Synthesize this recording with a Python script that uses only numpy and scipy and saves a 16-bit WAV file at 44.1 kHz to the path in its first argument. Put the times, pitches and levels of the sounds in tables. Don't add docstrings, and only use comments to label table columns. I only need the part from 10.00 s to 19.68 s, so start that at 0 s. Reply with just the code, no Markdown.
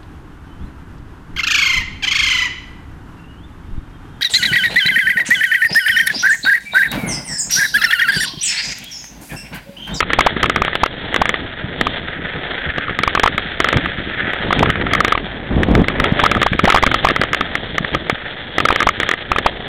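import sys
import numpy as np
from scipy import signal
from scipy.io import wavfile
from scipy.ndimage import uniform_filter1d

SR = 44100
rng = np.random.default_rng(int(sys.argv[2]) if len(sys.argv) > 2 else 0)


def persist_wave(psi):
    counts = np.round(np.clip(psi, -1, 1) * 32767).astype(np.int16)
    wavfile.write(sys.argv[1], SR, np.atleast_2d(counts).T)


N = 426880

# [f/Hz, time to fade 60 dB when knocked t/s, share of a knock level/dB,
# width of each of two filter passes under crunch f/Hz, share of the crunch level/dB]
SHELL_MODES = [(378, 0.012, -8.5, 1400, -7.5), (597, 0.0092, -9.5, 670, 8.5), (1260, 0.008, -17, 180, -8),
               (1719, 0.017, -6.5, 796, 3.5), (2093, 0.019, -7.5, 200, -22), (3146, 0.018, -14, 200, -6.5),
               (3446, 0.05, -16, 940, 9)]
# [above f/Hz, up to f/Hz]
MODE_GROUPS = [(0, 1000), (1000, 2600), (2600, 5000)]
# [t/s, low modes level/dB, middle modes level/dB, upper modes level/dB]
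ROLLING_LEVELS = [(0.0, -42, -30, -34), (0.24, -32.5, -28, -27.5), (0.65, -35, -25.5, -29.5),
                  (0.94, -35, -32.5, -30.5), (1.24, -31, -26, -28.5), (1.64, -36, -31, -35),
                  (1.86, -30.5, -28, -24.5), (2.18, -38, -28, -35.5), (2.48, -29, -27, -29.5),
                  (2.88, -37.5, -26, -36), (3.15, -32, -27, -28.5), (3.8, -31, -25, -29.5),
                  (4.04, -35, -26.5, -28.5), (4.26, -30, -20, -31), (4.53, -24, -24, -23),
                  (4.74, -41, -23.5, -34), (5.01, -27, -24, -30), (5.18, -34, -30.5, -30.5),
                  (5.44, -35, -31.5, -37.5), (5.69, -41, -35, -34), (6.01, -28, -26, -35),
                  (6.23, -25, -24.5, -26), (6.63, -54, -31, -31.5), (6.76, -30, -28, -25),
                  (7.33, -32, -27, -31.5), (7.68, -34.5, -32.5, -31), (8.22, -33.5, -29, -33),
                  (8.6, -35, -33, -30), (8.79, -33, -29.5, -28), (9.11, -34.5, -29.5, -31),
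                  (9.68, -32, -32, -31)]
# [t/s, level/dB]
BREEZE_LEVELS = [(0.0, -27.5), (1.64, -32.5), (1.83, -28.5), (2.69, -33), (3.8, -27), (4.31, -30.5),
                 (4.61, -22.5), (5.44, -29.5), (5.66, -14), (5.86, -20.5), (6.5, -25.5), (7.57, -28.5),
                 (7.71, -29.5), (8.3, -36.5), (8.82, -28.5), (9.16, -34), (9.68, -32)]
# [t/s, blow level/dB, mount ring against the blow level/dB]
MOUNT_KNOCKS = [(0.004, 6.5, -12), (0.1025, -1, -11), (0.132, 6.5, -25), (0.207, 7, -14), (0.366, -6, -10),
                (0.4302, 4.5, -12), (0.4588, 0, -14), (0.4967, 4, -9.5), (0.5602, 3.5, -12),
                (0.578, -9, -8), (0.6488, -4.5, -12), (0.6795, -1, -10), (0.73, -2, -22), (0.753, 4, -18),
                (0.861, -2, -11.5), (1.142, 2.5, -15), (1.1614, 4, -16), (1.255, 2.5, -18),
                (1.292, 4.5, -16), (1.3408, -0.5, -15), (1.8112, 4, -17), (2.7818, -1, -13),
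                (2.88, -12, 0.5), (2.8951, -5, -12), (2.9888, 1.5, -17), (3.0339, 4.5, -11),
                (3.1505, 4.5, -11), (3.196, 4.5, -23), (3.2332, 4.5, -6), (3.2749, 5.5, -9.5),
                (3.3791, 4, -12.5), (3.6016, 6.5, -17), (3.6434, 4.5, -9.5), (3.671, -6, -9),
                (3.687, 5, -15), (3.7274, 3.5, -11), (3.7415, -4, -24), (3.77, 2, -19), (3.8575, -2, -10.5),
                (4.3341, -2, -19), (4.5264, 3.5, -8), (4.592, 2, -34), (4.6582, -1.5, -10),
                (4.6922, -6, -3.5), (4.701, 3.5, -26), (4.756, -4.5, -11), (4.815, -15, -4),
                (4.866, -3.5, -8.5), (4.912, -6, -13), (4.934, 5, -14), (4.9502, 3.5, -10),
                (5.0037, 3.5, -5), (5.0467, 5.5, -12), (5.0807, 0, -16), (5.121, 3.5, -2), (5.176, -1, -15),
                (5.6322, 3, -23), (5.7509, 3, -14), (5.842, -5, -12), (5.8832, 3.5, -26),
                (5.899, -12.5, -2.5), (5.999, 5, -12.5), (6.0405, 3.5, -9.5), (6.192, -2.5, -4),
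                (6.198, 2.5, -21), (6.251, -3.5, -6), (6.2607, 3, -2), (6.314, 5.5, -11), (6.3488, 0, -10),
                (6.3658, -12, 3.5), (6.368, -23, -2), (6.416, 5, -12), (6.429, 4, -10), (6.5322, -0.5, -25),
                (6.5915, 5.5, -8), (6.641, 1.5, -20), (6.6535, 3.5, -27), (6.7006, 8.5, -10),
                (6.722, 4, -8), (6.7717, 3.5, -15), (6.782, -0.5, -9), (6.8257, 2.5, -19.5),
                (6.864, 5, -23.7), (6.8716, -1, -8), (6.9147, 1, -14), (6.942, 3.5, -5), (7.087, 4, -32),
                (7.0994, -2, -5.5), (7.1072, 1, -17), (7.1618, 1, -8.5), (7.2144, 5, -15),
                (7.2354, 0.5, -11), (7.3312, 3.5, -12), (7.346, 2, -19), (7.4087, 3.5, -8.5),
                (7.5533, 1, -15.5), (7.781, 3.5, -13.5), (7.8465, 0, -17), (7.948, 2, -9.5),
                (8.097, 5.5, -13), (8.582, 7, -16), (8.6025, 2, -13), (8.652, 5.5, -4.5), (8.686, 5, -13),
                (8.715, -5, -12), (8.7256, 0.5, -40), (8.7595, 2.5, -13), (8.8037, 4.5, -11),
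                (8.8186, 1, -9), (8.8276, 2, -19), (8.889, 4, -6.5), (9.0006, 2.5, -23), (9.031, 0.5, -15),
                (9.09, 3, -15), (9.1127, 4, -16), (9.137, -1, -17), (9.33, -9, -16), (9.384, 5, -21)]
# [moment it lets go t/s, glide up to the ring t/ms, level/dB]
MOUNT_CHATTER = [(0.028, 0.46, -7), (0.1877, 7.9, 0), (0.2638, 12, -1), (0.441, 1.4, -5),
                 (0.619, 2.3, -3.5), (0.8337, 5.2, 0), (1.2161, 4.7, -0.5), (1.8682, 1.5, -5),
                 (3.0765, 1.46, -3), (3.175, 1.9, -6), (3.2367, 5.3, -1), (3.2597, 3.2, -2.5),
                 (4.5064, 2.4, -6.5), (4.6269, 8.5, -2), (5.152, 1.27, -6), (6.2366, 4.4, -0.5),
                 (6.4631, 5.8, -3.5), (6.6749, 15.4, -4.5), (6.6915, 1.7, -5.5), (6.7447, 6.8, 0),
                 (6.7601, 2.4, -1), (6.835, 5, 0.5), (7.047, 8.1, -0.5), (7.0705, 0.49, -4),
                 (8.7042, 3.3, -2), (8.8691, 5.7, -1), (9.3166, 2.06, -1.5), (9.361, 1.4, -6),
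                 (9.4611, 6, 0.5)]
# [middle t/s, pitch f/Hz (negative: down first), level before the fade/dB]
FRAME_THUDS = [(.367, 227, -9), (.4875, 298, -11.5), (1.645, 116, -11.5), (3.003, 167, -11),
               (3.348, 150, -12), (3.765, 106, -3.5), (4.28, 261, -11), (5.568, 168, 2), (6.124, 165, 2),
               (6.52, -150, -6), (6.552, 260, -10), (6.6392, -250, 2.5), (7.117, -300, -4.5),
               (7.198, 156, -10.5), (7.808, 160, -9), (8.129, 157, -9.5)]
# [t/s, length t/s, level/dB]
WIND_GUSTS = [(2.658, 0.045, -18.5), (3.307, 0.14, -31), (3.736, 0.065, -17), (4.436, 0.063, -21),
              (4.556, 0.097, -13.5), (4.665, 0.04, -17.5), (4.858, 0.14, -23.5), (5.503, 0.14, -14.5),
              (5.684, 0.14, -10.5), (5.96, 0.07, -18), (6.357, 0.028, -13.5), (6.526, 0.028, -21),
              (6.642, 0.015, -9), (6.865, 0.016, -9.5), (6.971, 0.015, -22), (7.915, 0.064, -22.5)]
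# [t/s, length t/s, level/dB]
CRUST_BREAKS = [(3.651, 0.0088, -23), (4.811, .016, -20.5), (6.048, 0.019, -17.5), (9.466, 0.032, -21)]

DETUNE, SCATTER_DB = 0.045, 2
RING_HZ = 1256


def undb(db):
    return 10 ** (np.asarray(db) / 20)


def unit(x):
    return x / np.sqrt(np.mean(x ** 2))


def band(x, hz, width):
    return signal.lfilter(*signal.iirpeak(hz, hz / width, fs=SR), x)


def walk(rate_hz):
    hold = max(int(SR / rate_hz), 1)
    steps = rng.standard_normal(N // 100)[np.arange(N) // hold]
    smooth = uniform_filter1d(uniform_filter1d(steps, hold), hold)
    return 1.435 * smooth


def add(out, s, x):
    i = int(s * SR)
    out[i:i + len(x)] += x[:len(out) - i]


def swells(table, edge_s):
    t = np.arange(N) / SR
    total = np.zeros(N)
    for s, length, db in table:
        to_nearest_end = np.minimum(t - s, s + length - t)
        total += undb(db) * np.clip(to_nearest_end / edge_s + 0.5, 0, 1) ** 2
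    return total


def snow_in_shell(snaps_per_s=1000, spread_db=4, biggest_db=13, hiss_db=-3, lumpy_db=2.04):
    when, how_big, which_way = rng.random((3, N))
    size_db = np.minimum(-spread_db * np.log(1 - how_big), biggest_db)
    snaps = (when < snaps_per_s / SR) * undb(size_db) * np.sign(which_way - 0.5)
    grains = unit(snaps) + undb(hiss_db) * rng.standard_normal(N)
    grains *= undb(lumpy_db * walk(90))
    groups = [np.zeros(N) for _ in MODE_GROUPS]
    for k, (hz, _, _, width, db) in enumerate(SHELL_MODES):
        rung = band(band(grains, hz, width), hz, width)
        sense = (-1) ** k
        rung *= sense * undb(db + 0.66 * walk(10))
        for group, (lo, hi) in zip(groups, MODE_GROUPS):
            if lo < hz <= hi:
                group += rung
    return [unit(group) for group in groups]


def rolling_crunch(groups):
    t = np.arange(N) / SR
    times, *levels_db = np.transpose(ROLLING_LEVELS)
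    return sum(undb(np.interp(t, times, db)) * x for db, x in zip(levels_db, groups))


def wind(gust_db=3, shove_db=-8, peaky=0.27):
    slope = signal.butter(2, 284, fs=SR, output="sos")
    port = signal.butter(1, 62, "high", fs=SR, output="sos")
    eddies = unit(signal.sosfilt(slope, rng.standard_normal(N)))
    pointed = eddies + peaky * (eddies ** 2 - 1)
    lumpy = pointed * undb(gust_db * walk(35))
    shove = unit(band(rng.standard_normal(N), 48, 39))
    pressure = unit(signal.sosfilt(port, lumpy)) + undb(shove_db) * shove
    breeze = undb(np.interp(np.arange(N) / SR, *np.transpose(BREEZE_LEVELS)))
    gusts = swells(WIND_GUSTS, edge_s=0.0068)
    return np.hypot(breeze, gusts) * pressure


def knocks(rise_s=0.0001, rattle_db=-15, rattle_s=0.006):
    peak_s, ring_rise_s, ring_fall_s = 0.0037, 0.0017, 0.0028
    free_s, free_s_per_db, choke_s, choked_db = 0.003, 0.00015, 0.0006, -17
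    out, t = np.zeros(N), np.arange(int(0.064 * SR)) / SR
    hz, t60, db = np.transpose(SHELL_MODES)[:3, :, None]
    chance = rng.standard_normal((len(MOUNT_KNOCKS), 3, len(SHELL_MODES), 1))
    grit = unit(band(rng.standard_normal(N), 1700, 2800))
    swell = np.exp(-((t - peak_s) / np.where(t < peak_s, ring_rise_s, ring_fall_s)) ** 2)
    usual = np.sqrt(np.sum(undb(db) ** 2))
    for (s, blow_db, ring_db), (tune, size, turn) in zip(MOUNT_KNOCKS, chance):
        share = undb(db + SCATTER_DB * size)
        share *= usual / np.sqrt(np.sum(share ** 2))
        swing = np.sin(2 * np.pi * (hz * (1 + DETUNE * tune) * t + turn))
        shell = (share * swing * 1000 ** (-t / t60)).sum(axis=0)
        ring_hz = RING_HZ * (1 + DETUNE / 2 * tune[0])
        ring = undb(ring_db) * np.sin(2 * np.pi * ring_hz * t) * swell
        closed = np.clip((t - free_s - free_s_per_db * blow_db) / choke_s, 0, 1)
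        choke = undb(choked_db * closed)
        rattle = undb(rattle_db + SCATTER_DB * size[0]) * grit[int(s * SR):][:len(t)]
        rattle = rattle * np.exp(-t / rattle_s)
        onset = 1 - np.exp(-t / rise_s)
        add(out, s, undb(blow_db) * onset * (choke * shell + ring + rattle))
    return out


def chatter(lift=1.0, lift_ms=1.0, hold=0.51, longest_ms=11.1, fade_ms=4, overtone_db=-8,
            scrape_db=-10, lean=0.23):
    deepest_drop_hz, half_drop_ms = 810, 1.92
    out, ms = np.zeros(N), 1000 * np.arange(-int(0.0044 * SR), int(0.04 * SR)) / SR
    before, after, free = np.minimum(ms, 0), np.maximum(ms, 0), ms >= 0
    push = lift * np.exp(before / lift_ms) * (1 - np.exp(before / 0.077))
    grit, waver = unit(band(rng.standard_normal(N), 2700, 3000)), walk(400)
    for s, glide_ms, db in MOUNT_CHATTER:
        here = slice(int(s * SR), int(s * SR) + len(ms))
        drop_hz = deepest_drop_hz * glide_ms / (glide_ms + half_drop_ms)
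        hz = RING_HZ - drop_hz * np.clip(1 - after / glide_ms, 0, 1)
        hz *= 1 + DETUNE * waver[here]
        phase = 2 * np.pi * np.cumsum(hz * free) / SR
        fade_from_ms = min(hold * glide_ms, longest_ms)
        fade = np.exp(-(np.maximum(ms - fade_from_ms, 0) / fade_ms) ** 2)
        lopsided = undb(overtone_db) * np.sin(2 * phase) - lean * free
        scrape = undb(scrape_db) * grit[here] * free
        wobble = np.sin(phase) + fade * lopsided + scrape
        add(out, s + ms[0] / 1000, undb(db) * (push - fade * wobble))
    return out


def thuds():
    t = np.arange(-0.02 * SR, 0.02 * SR) / SR
    out = np.zeros(N)
    for s, hz, db in FRAME_THUDS:
        soft_fade = np.exp(-(2.45 * hz * t) ** 2)
        add(out, s + t[0], -undb(db) * np.sin(2 * np.pi * hz * t) * soft_fade)
    return out


def crust_breaks(groups):
    return swells(CRUST_BREAKS, edge_s=0.0034) * unit(sum(groups))


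def scene():
    groups = snow_in_shell()
    snow = rolling_crunch(groups) + crust_breaks(groups)
    return (snow + wind() + knocks() + chatter() + thuds())[None, :]


def record(dry):
    clip_level, offset = 0.71, -0.0045
    gentle = signal.butter(6, 3425, fs=SR, output="sos")
    steep = signal.ellip(8, 0.2, 70, 4230, fs=SR, output="sos")
    top_cut = signal.ellip(10, 0.2, 80, 16400, fs=SR, output="sos")
    narrow = signal.sosfilt(steep, signal.sosfilt(gentle, dry))
    clipped = np.clip(narrow, -clip_level, clip_level) + offset
    return signal.sosfilt(top_cut, clipped)


dry = scene()
out = record(dry)
persist_wave(out)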